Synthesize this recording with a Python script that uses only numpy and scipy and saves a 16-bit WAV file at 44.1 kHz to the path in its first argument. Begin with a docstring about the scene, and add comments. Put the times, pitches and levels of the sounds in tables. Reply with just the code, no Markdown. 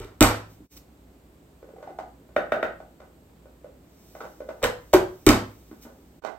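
"""Dicing carrots in a lever chopper

A palm slams the lid of a plastic chopper on a wooden board. Each impact excites normal modes: the
plastic snaps, the box thumps and the counter shakes, while carrot fractures in the blade grid.
Between blows, chunks and fingers knock on the tray, a paring knife bounces on the board and sleeves
rustle by friction. A small kitchen reverberates over faint air noise and appliance hum."""
import sys
import numpy as np
from scipy import signal
from scipy.fft import rfft, irfft, next_fast_len
from scipy.io import wavfile

SR = 44100
rng = np.random.default_rng(int(sys.argv[2]) if len(sys.argv) > 2 else 0)


def generate_wav(sig):
    """Save sig (samples, or channels by samples) to the path in sys.argv[1] as 16-bit PCM at SR."""
    pcm = np.round(np.clip(np.atleast_2d(sig).T, -1, 1) * 32767).astype(np.int16)
    wavfile.write(sys.argv[1], SR, pcm)


N = 281358
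TIME = np.arange(N) / SR
AGE = np.arange(int(.7 * SR)) / SR   # time since an excitation, t/s


def from_db(db):
    """The decibel is logarithmic: 20 dB is a tenfold amplitude."""
    return 10 ** (np.asarray(db) / 20)


def rms_one(x):
    """Normalisation to unit mean power."""
    return x / np.sqrt(np.mean(x ** 2) + 1e-20)


def at_hz(points, hz):
    """Interpolation on a logarithmic frequency axis."""
    f, value = np.transpose(points)
    return np.interp(np.log(np.maximum(hz, 1)), np.log(f), value)


def add(track, s, sound):
    """Superposition: a sound adds to the track from time s."""
    start = max(int(s * SR), 0)
    track[start:start + len(sound)] += sound[:N - start]


def colour(x, spectrum, size=4096):
    """Minimum-phase filtering shapes a spectrum causally and keeps the power of white noise."""
    gain = rms_one(from_db(at_hz(spectrum, np.fft.rfftfreq(size, 1 / SR))))
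    cepstrum = irfft(np.log(gain))
    cepstrum[1:size // 2] *= 2
    cepstrum[size // 2 + 1:] = 0
    response = irfft(np.exp(rfft(cepstrum)))
    return signal.oaconvolve(x, response)[:len(x)]


def dull(x, hz):
    """A first-order low-pass attenuates the treble above its corner."""
    pole = np.exp(-2 * np.pi * hz / SR)
    return signal.lfilter([1 - pole], [1, -pole], x)


def resonate(x, modes):
    """Modal superposition: a body responds as damped resonators in parallel."""
    out = 0
    for hz, db, t60 in modes:
        r = from_db(-60 / (t60 * SR))   # pole radius
        feedback = [1, -2 * r * np.cos(2 * np.pi * hz / SR), r * r]
        out = out + from_db(db) * (1 - r * r) / 2 * signal.lfilter([1, 0, -1], feedback, x + 1e-18)
    return out


def boom(hz, swell_s):
    """Heavy damping: a struck body swells for a few cycles and dies."""
    envelope = (AGE / swell_s * np.exp(1 - AGE / swell_s)) ** 3
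    return envelope * np.sin(2 * np.pi * hz * AGE)


def crack(envelope):
    """Random micro-contacts sum to a short burst with a nearly flat spectrum."""
    burst = rng.standard_normal(len(envelope)) * envelope
    whitened = irfft(np.exp(1j * np.angle(rfft(burst))), len(envelope))
    return rms_one(whitened * np.sqrt(envelope)) * np.sqrt(np.mean(envelope ** 2))


# The palm strikes the lid: t/s, thump level/dB, box f/Hz, snap level/dB, counter level/dB,
# crunch level/dB, crunch decay/s, crunch corner f/Hz
PALM_BLOWS = [(0.0, -31.5, 403, -40.5, -20.5, -41, 0.049, 3078),
              (0.2073, -3.5, 306, -8.5, 1.5, -16, 0.046, 7440),
              (4.628, -17.5, 553, -27, -16, -23, 0.022, 2840),
              (4.931, -11, 604, -24, -12.5, -11, 0.021, 1570), (5.265, -2, 347, -10, 0.5, -16, 0.036, 4900)]
# The lid then jams on the carrot or hits the frame: t/s, thump level/dB, box f/Hz, swell/s,
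# snap level/dB, snap resonance f/Hz, crunch level/dB
LID_STOPS = [(0.046, -36.5, 409, .005, -47.5, 3520, -60.5), (0.226, -27, 280, .012, -7.5, 7800, -19),
             (4.6399, -16.5, 499.5, 0.0089, -17, 2680, -17.5), (4.939, -3, 365, 0.0095, -15, 13000, -18.5),
             (5.2896, -7, 271, 0.0056, -10, 5140, -16)]
# Spectrum of snapping plastic: f/Hz, level/dB
SNAP_SPECTRUM = [(200, -18), (800, 0.5), (2000, 0.5), (3500, 5), (5500, -4.5), (8000, 0), (12500, -2.5),
                 (16000, -11)]
# Normal modes of the box: f/Hz, level/dB, T60/s
BOX_MODES = [(248.4, -4.5, .25), (267.7, -7, 0.42), (364, -9, 0.48), (474, -26, .35), (502, -8, 0.45),
             (491, -1, 0.11), (581, -1, 0.1), (844.4, -17, 0.1), (1100, -16, .22), (1260, -9, 0.11),
             (1360, 1, .3), (1822, -2.5, 0.23), (2340, -9.5, 0.22)]
THUMP_LAG_S, CRUNCH_LAG_S = .0013, .003   # the snap leads, then the box booms and the carrot splits


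def chopper(palm_swell_s=0.0053, palm_snap_hz=8000, snap_s=0.0018, ring_db=2.0, ring_t60=0.0021):
    """Impact excitation: the snap, thump and crunch of each blow and stop drive the box's modes."""
    snaps, thumps = np.zeros((2, N))
    strikes = [(s, db, hz, palm_swell_s, snap_db, palm_snap_hz) for s, db, hz, snap_db, *_ in PALM_BLOWS]
    for s, db, hz, swell_s, snap_db, snap_hz, *_ in strikes + list(LID_STOPS):
        snap = from_db(snap_db) * crack(np.exp(-AGE[:2048] / snap_s))
        add(snaps, s, snap + resonate(snap, [(snap_hz, ring_db, ring_t60)]))
        add(thumps, s + THUMP_LAG_S, from_db(db) * boom(hz, swell_s))
    clash = colour(snaps, SNAP_SPECTRUM) + crunch()
    return thumps, clash + resonate(clash + thumps, BOX_MODES)


# Spectrum of splitting carrot: f/Hz, level/dB
CRUNCH_SPECTRUM = [(60, -13), (160, -3.5), (260, 3), (600, 6.5), (1400, 3.5), (2400, -4), (4000, -6),
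                   (8000, -14), (12500, -9), (16000, -34)]


def crunch(clump_db=4.5, clump_hz=130, rise_s=0.00082, stop_decay_ratio=0.93):
    """Brittle fracture: cell walls burst in uneven clumps at each blow and again as the lid stops."""
    out = np.zeros(N)
    for (blow_s, *_, blow_db, fade_s, corner_hz), (stop_s, *_, stop_db) in zip(PALM_BLOWS, LID_STOPS):
        for s, db, decay_s in (blow_s, blow_db, fade_s), (stop_s, stop_db, stop_decay_ratio * fade_s):
            bursts, clumps = rng.standard_normal((2, len(AGE)))
            clumps = np.tanh(rms_one(dull(clumps, clump_hz)))
            grains = rms_one(bursts * from_db(clump_db * clumps))
            envelope = (1 - np.exp(-AGE / rise_s)) * np.exp(-AGE / decay_s)
            add(out, s + CRUNCH_LAG_S, from_db(db) * dull(grains, corner_hz) * envelope)
    return colour(out, CRUNCH_SPECTRUM)


# Normal modes of the worktop: f/Hz, level/dB, T60/s
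COUNTER_MODES = [(40.07, -14, 0.25), (54.4, -22, 0.04), (71.3, -22.5, 0.36), (105.27, -19.5, 0.53),
                 (139, -16, 0.056)]


def counter(rise_s=0.0014):
    """Free vibration: the worktop shudders after each blow, adjacent modes starting in antiphase."""
    out, shudder = np.zeros(N), 0
    for k, (hz, db, t60) in enumerate(COUNTER_MODES):
        shudder = shudder + (-1) ** k * from_db(db - 60 * AGE / t60) * np.sin(2 * np.pi * hz * AGE)
    for s, _, _, _, db, *_ in PALM_BLOWS:
        add(out, s + THUMP_LAG_S, from_db(db) * shudder * (1 - np.exp(-AGE / rise_s)))
    return out


# Likeness of left and right in diffuse sound: f/Hz, correlation coefficient
FIELD_CORRELATION = [(100, 1), (300, 0.89), (600, 0.57), (1200, 0.048), (2500, 0.05), (12000, 0.29)]


def diffuse_noise(size):
    """A diffuse field is coherent between two points in the bass and barely so in the treble."""
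    alike = np.clip(at_hz(FIELD_CORRELATION, np.fft.rfftfreq(size, 1 / SR)), 0, 1)
    mid, side = rfft(rng.standard_normal((2, size)))
    mid, side = mid * np.sqrt((1 + alike) / 2), side * np.sqrt((1 - alike) / 2)
    return irfft([mid + side, mid - side], size)


# Spectrum of the air noise: f/Hz, level/dB
AIR_SPECTRUM = [(25, -21.5), (58, 1.5), (90, -5.5), (160, -8.5), (280, -3.5), (500, -12), (900, -19),
                (1800, -26.5), (3500, -30.5), (6000, -35.5), (8000, -28.5), (12500, -31), (16000, -36)]
# Tones of kitchen appliances: f/Hz, level/dB
HUM_TONES = [(59, -61), (164, -65.5)]


def air_and_hum(air_db=-54.5):
    """Stationary noise: the air has a continuous spectrum, the appliances a line spectrum."""
    noise = diffuse_noise(next_fast_len(N))[:, :N]
    air = np.array([colour(side, AIR_SPECTRUM) for side in noise])
    hum = sum(from_db(db) * np.sqrt(2) * np.sin(2 * np.pi * hz * TIME) for hz, db in HUM_TONES)
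    return from_db(air_db) * air + hum


# Sleeves and hands brush: centre t/s, level/dB, Gaussian half-width/s
SLEEVE_BRUSHES = [(0.01, -69, 0.047), (0.524, -63, 0.034), (0.714, -54.5, 0.033), (0.773, -47.5, 0.0066),
                  (4.15, -62.5, 0.16), (5.25, -63.5, 0.56), (5.834, -51.5, 0.011)]
# Spectrum of rubbing cloth: f/Hz, level/dB
CLOTH_SPECTRUM = [(300, -8.5), (1500, -6.5), (4000, -1), (8000, -1.5), (13000, 0), (16000, -3)]


def rustle():
    """Sliding friction of cloth radiates broadband noise in soft swells."""
    envelope = sum(from_db(db) * np.exp(-((TIME - s) / half_s) ** 2 / 2)
                   for s, db, half_s in SLEEVE_BRUSHES)
    return colour(envelope * rng.standard_normal(N), CLOTH_SPECTRUM)


def taps(contacts, click_spectrum, modes, swell_s, coupling_db, hardness):
    """Contact time limits bandwidth: longer impacts click duller. Knock and click drive the modes."""
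    knocks, clicks = np.zeros((2, N))
    for s, db, hz, click_db, contact_s in contacts:
        add(knocks, s, from_db(db) * boom(hz, swell_s))
        press = AGE[:4096] / contact_s
        click = crack(np.sqrt(press) * np.exp(-press))
        add(clicks, s, from_db(db + click_db) * dull(click, hardness / contact_s))
    clicks = colour(clicks, click_spectrum)
    return knocks, clicks + resonate(from_db(coupling_db) * knocks + clicks, modes)


# Carrot chunks and fingers knock on the tray: t/s, level/dB, f/Hz, click level/dB re knock
TRAY_KNOCKS = [(0.603, -40, 294, -33), (1.627, -38, 480, -8.5), (1.688, -43, 558, -4.5),
               (1.735, -37.5, 463, -20), (1.826, -37, 604, 0), (1.874, -32, 763, -11.5),
               (1.9867, -24, 730, -5.5), (2.29, -51, 606, -1), (2.801, -35, 670, -6.5),
               (3.002, -42, 618, 1.5), (3.455, -42.5, 510, -8), (3.6433, -32.5, 535, -13.5),
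               (4.1498, -39, 665, 3), (4.204, -34.5, 1305, 3), (4.251, -35, 560, -1),
               (4.4033, -27.5, 557, -11), (4.4879, -24.5, 602, -6), (5.712, -35, 309, -6.5),
               (5.851, -39.5, 279, -0.5), (6.247, -23, 682, 2.5), (6.271, -27, 670, -0.5)]
# Runs of soft ticks; the one at 4.613 s is a faint, short hiss just before the blow:
# t/s, duration/s, tick level/dB, click level/dB re knock
TICK_RUNS = [(1.749, .075, -44.5, -8.5), (1.87, .035, -41, -5.5), (3.002, .03, -53, -2),
             (4.191, .06, -44, 5.5), (4.613, .016, -53.5, 12.5), (5.858, 0.034, -47, -3.5),
             (6.22, 0.067, -40, 5)]
# Spectrum of clicks on the tray: f/Hz, level/dB
TRAY_SPECTRUM = [(100, -22), (400, 4), (800, 3), (1500, -3.5), (2300, -12.5), (4000, -15), (8000, -20),
                 (15000, -28)]
# Normal modes of the chopper's tray: f/Hz, level/dB, T60/s
TRAY_MODES = [(257, -3, .08), (352, 6.5, 0.36), (540, -0.5, .08), (790, -9.5, 0.11), (1074, -6, 0.27),
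              (1210, -2, 0.093), (1480, 2.5, 0.062), (2050, 9, 0.096), (2630, -5, .08), (2970, 0.5, 0.56),
              (3530, 3, .1)]
SPOT_OCTAVES = 0.31   # a rebound lands on another spot, so its pitch scatters


def chunks_on_tray(contact_s=0.0037, scuff_s=0.0053, rebound_s=.012, ticks=5, tick_hz=571):
    """Inelastic collision: each knock rebounds softly once. Soft ticks come in short, uneven runs."""
    contacts = []
    for s, db, hz, click_db in TRAY_KNOCKS:
        timing, spot = rng.uniform(-0.978, 1, 2)
        return_s = s + rebound_s * (1 + 0.192 * timing)
        return_hz = hz * 2 ** (SPOT_OCTAVES * spot)
        contacts.append((s, db, hz, click_db, contact_s))
        contacts.append((return_s, db - 8, return_hz, click_db + 3, scuff_s))   # weaker, more of a scuff
    for s, length_s, db, click_db in TICK_RUNS:
        for k, (strength, pitch) in enumerate(rng.standard_normal((ticks, 2))):
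            tick_s = s + length_s * (k + rng.random()) / ticks
            hz = tick_hz * 2 ** (0.23 * pitch)
            contacts.append((tick_s, db + 4.5 * strength, hz, click_db, scuff_s))
    return taps(contacts, TRAY_SPECTRUM, TRAY_MODES, swell_s=0.0036, coupling_db=-3.0, hardness=10)


# The knife's handle lands on the board: t/s, level/dB, f/Hz, click level/dB re knock
KNIFE_LANDINGS = [(2.3627, -11, 570, -1), (2.5198, -14, 604, 2), (2.566, -20, 610, -25),
                  (2.6277, -14.5, 619, 1)]
# Spectrum of the knife's clicks: f/Hz, level/dB
KNIFE_SPECTRUM = [(80, -14), (300, 0.5), (700, 8.5), (1000, 0), (1500, 6.5), (2100, -2), (3000, -9.5),
                  (4500, -20.5), (7000, -28.5), (15000, -27.5)]
# Normal modes of the wooden board: f/Hz, level/dB, T60/s
BOARD_MODES = [(255, 5.5, 0.092), (340, 5, 0.3), (383, 1, 0.81), (580, 1, 0.13), (670, -10, 0.27),
               (694, -20, 0.27), (1260, 0.5, 0.063), (1395, 3.5, 0.15), (1868, 6, 0.13), (2300, -25, 0.15),
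               (2615, -5, 0.13), (3645, 10, 0.061)]


def knife_on_board(contact_s=0.0024, hops=2, hop_s=0.018, restitution=0.75, blade_s=0.03, blade_hz=1484):
    """Restitution below one: the handle's hops get shorter and weaker; the blade slaps down late."""
    contacts = []
    for s, db, hz, click_db in KNIFE_LANDINGS:
        blade_db = db + click_db - 17   # follows the strength of the handle's click
        contacts += [(s, db, hz, click_db, contact_s), (s + blade_s, blade_db, blade_hz, -2, contact_s)]
        for k, (timing, spot) in enumerate(rng.uniform(-1, 1, (hops, 2))):
            s = s + hop_s * restitution ** k * (1 + 0.095 * timing)
            hop_db = db - 12.5 - 11 * k
            hop_hz = hz * 0.814 * 2 ** (SPOT_OCTAVES * spot)   # a soft hop tends to sound lower
            contacts.append((s, hop_db, hop_hz, click_db - 4, contact_s))
    return taps(contacts, KNIFE_SPECTRUM, BOARD_MODES, swell_s=0.0039, coupling_db=-20.0, hardness=13.0)


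def near_field(x, right_lag_samples=3, scatter_s=0.001, scatter_hz=1916):
    """Path difference delays the right side; bowls and pans scatter treble differently to each side."""
    sides = np.array([x, np.r_[np.zeros(right_lag_samples), x[:-right_lag_samples]]])
    spread = AGE[:1024] / scatter_s
    paths = np.array([crack(np.sqrt(spread) * np.exp(-spread)) for _ in sides])
    paths /= np.linalg.norm(paths, axis=1, keepdims=True)
    treble = signal.sosfilt(signal.butter(2, scatter_hz, "high", fs=SR, output="sos"), sides)
    return sides + signal.oaconvolve(treble, paths, axes=1)[:, :N]


# Reverberation time of the kitchen: f/Hz, T60/s
ROOM_T60 = [(100, 0.63), (300, 0.29), (700, 0.35), (1600, 0.34), (4000, 0.34), (8000, 0.26), (14000, 0.18)]
# Strength of the reverberation: f/Hz, level/dB re the room's input
ROOM_GAIN = [(60, 6.5), (160, 0), (330, -5.5), (600, -5), (1400, -2.5), (4000, -7.5), (8000, 1.5),
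             (14000, -2)]


def kitchen(x, first_echo_s=0.0013, build_s=.003):
    """Reverberation: dense wall reflections build up, then decay exponentially, the treble first."""
    size = len(AGE)
    hz, noise = np.fft.rfftfreq(size, 1 / SR), rfft(diffuse_noise(size))
    centres, response = np.geomspace(60, 15000, 12), 0
    onset = 1 - np.exp(-np.maximum(AGE - first_echo_s, 0) / build_s)
    for centre, weights in zip(centres, np.eye(len(centres))):
        band = at_hz(np.c_[centres, weights], hz)
        decay = from_db(-60 * AGE / at_hz(ROOM_T60, centre))
        tail = irfft(noise * band, size) * onset * decay
        tail *= np.sqrt(np.mean(band ** 2)) / np.linalg.norm(tail, axis=1, keepdims=True)
        response = response + from_db(at_hz(ROOM_GAIN, centre)) * tail
    return signal.fftconvolve(x[None], response, axes=1)[:, :N]


def scene():
    """Direct and reverberant fields superpose; the light clacks feed the room most strongly."""
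    thumps, clash = chopper()
    board_knocks, board_clacks = knife_on_board()
    tray_knocks, tray_clacks = chunks_on_tray()
    sources = np.array([thumps, clash, board_knocks + tray_knocks, board_clacks + tray_clacks, rustle()])
    room_sends = from_db([0.0, 0.5, 2.5, 5.0, -1.0])
    direct = near_field(sources.sum(axis=0) + counter())
    return direct + kitchen(room_sends @ sources) + air_and_hum()


# The whole sound dips briefly twice: t/s, level/dB, Gaussian half-width/s
LEVEL_DIPS = [(0.688, -29, 0.016), (6.21, -24.5, 0.0068)]
# The left side drops away at the end: t/s, level/dB
LEFT_FADE = [(6.21, 0), (6.24, -33)]


def record(dry, notch_hz=10100, notch_depth=.9, tilt_db=.5, ceiling=2.2, cutoff_hz=15950):
    """Microphone notch and a stronger right side; the whole sound dips briefly twice; peaks saturate."""
    notched = signal.lfilter(*signal.iirnotch(notch_hz, Q=2.8, fs=SR), dry)
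    heard = (1 - notch_depth) * dry + notch_depth * notched
    heard = signal.sosfilt(signal.butter(2, 24, "high", fs=SR, output="sos"), heard)
    dips_db = sum(db * np.exp(-((TIME - s) / half_s) ** 2 / 2) for s, db, half_s in LEVEL_DIPS)
    left_db = np.interp(TIME, *np.transpose(LEFT_FADE))
    heard = heard * from_db([dips_db + left_db - tilt_db, dips_db + tilt_db])
    rounded = ceiling * np.tanh(heard / ceiling)
    return signal.sosfilt(signal.ellip(10, .1, 70, cutoff_hz, fs=SR, output="sos"), rounded)


dry = scene()
out = record(dry)
generate_wav(out)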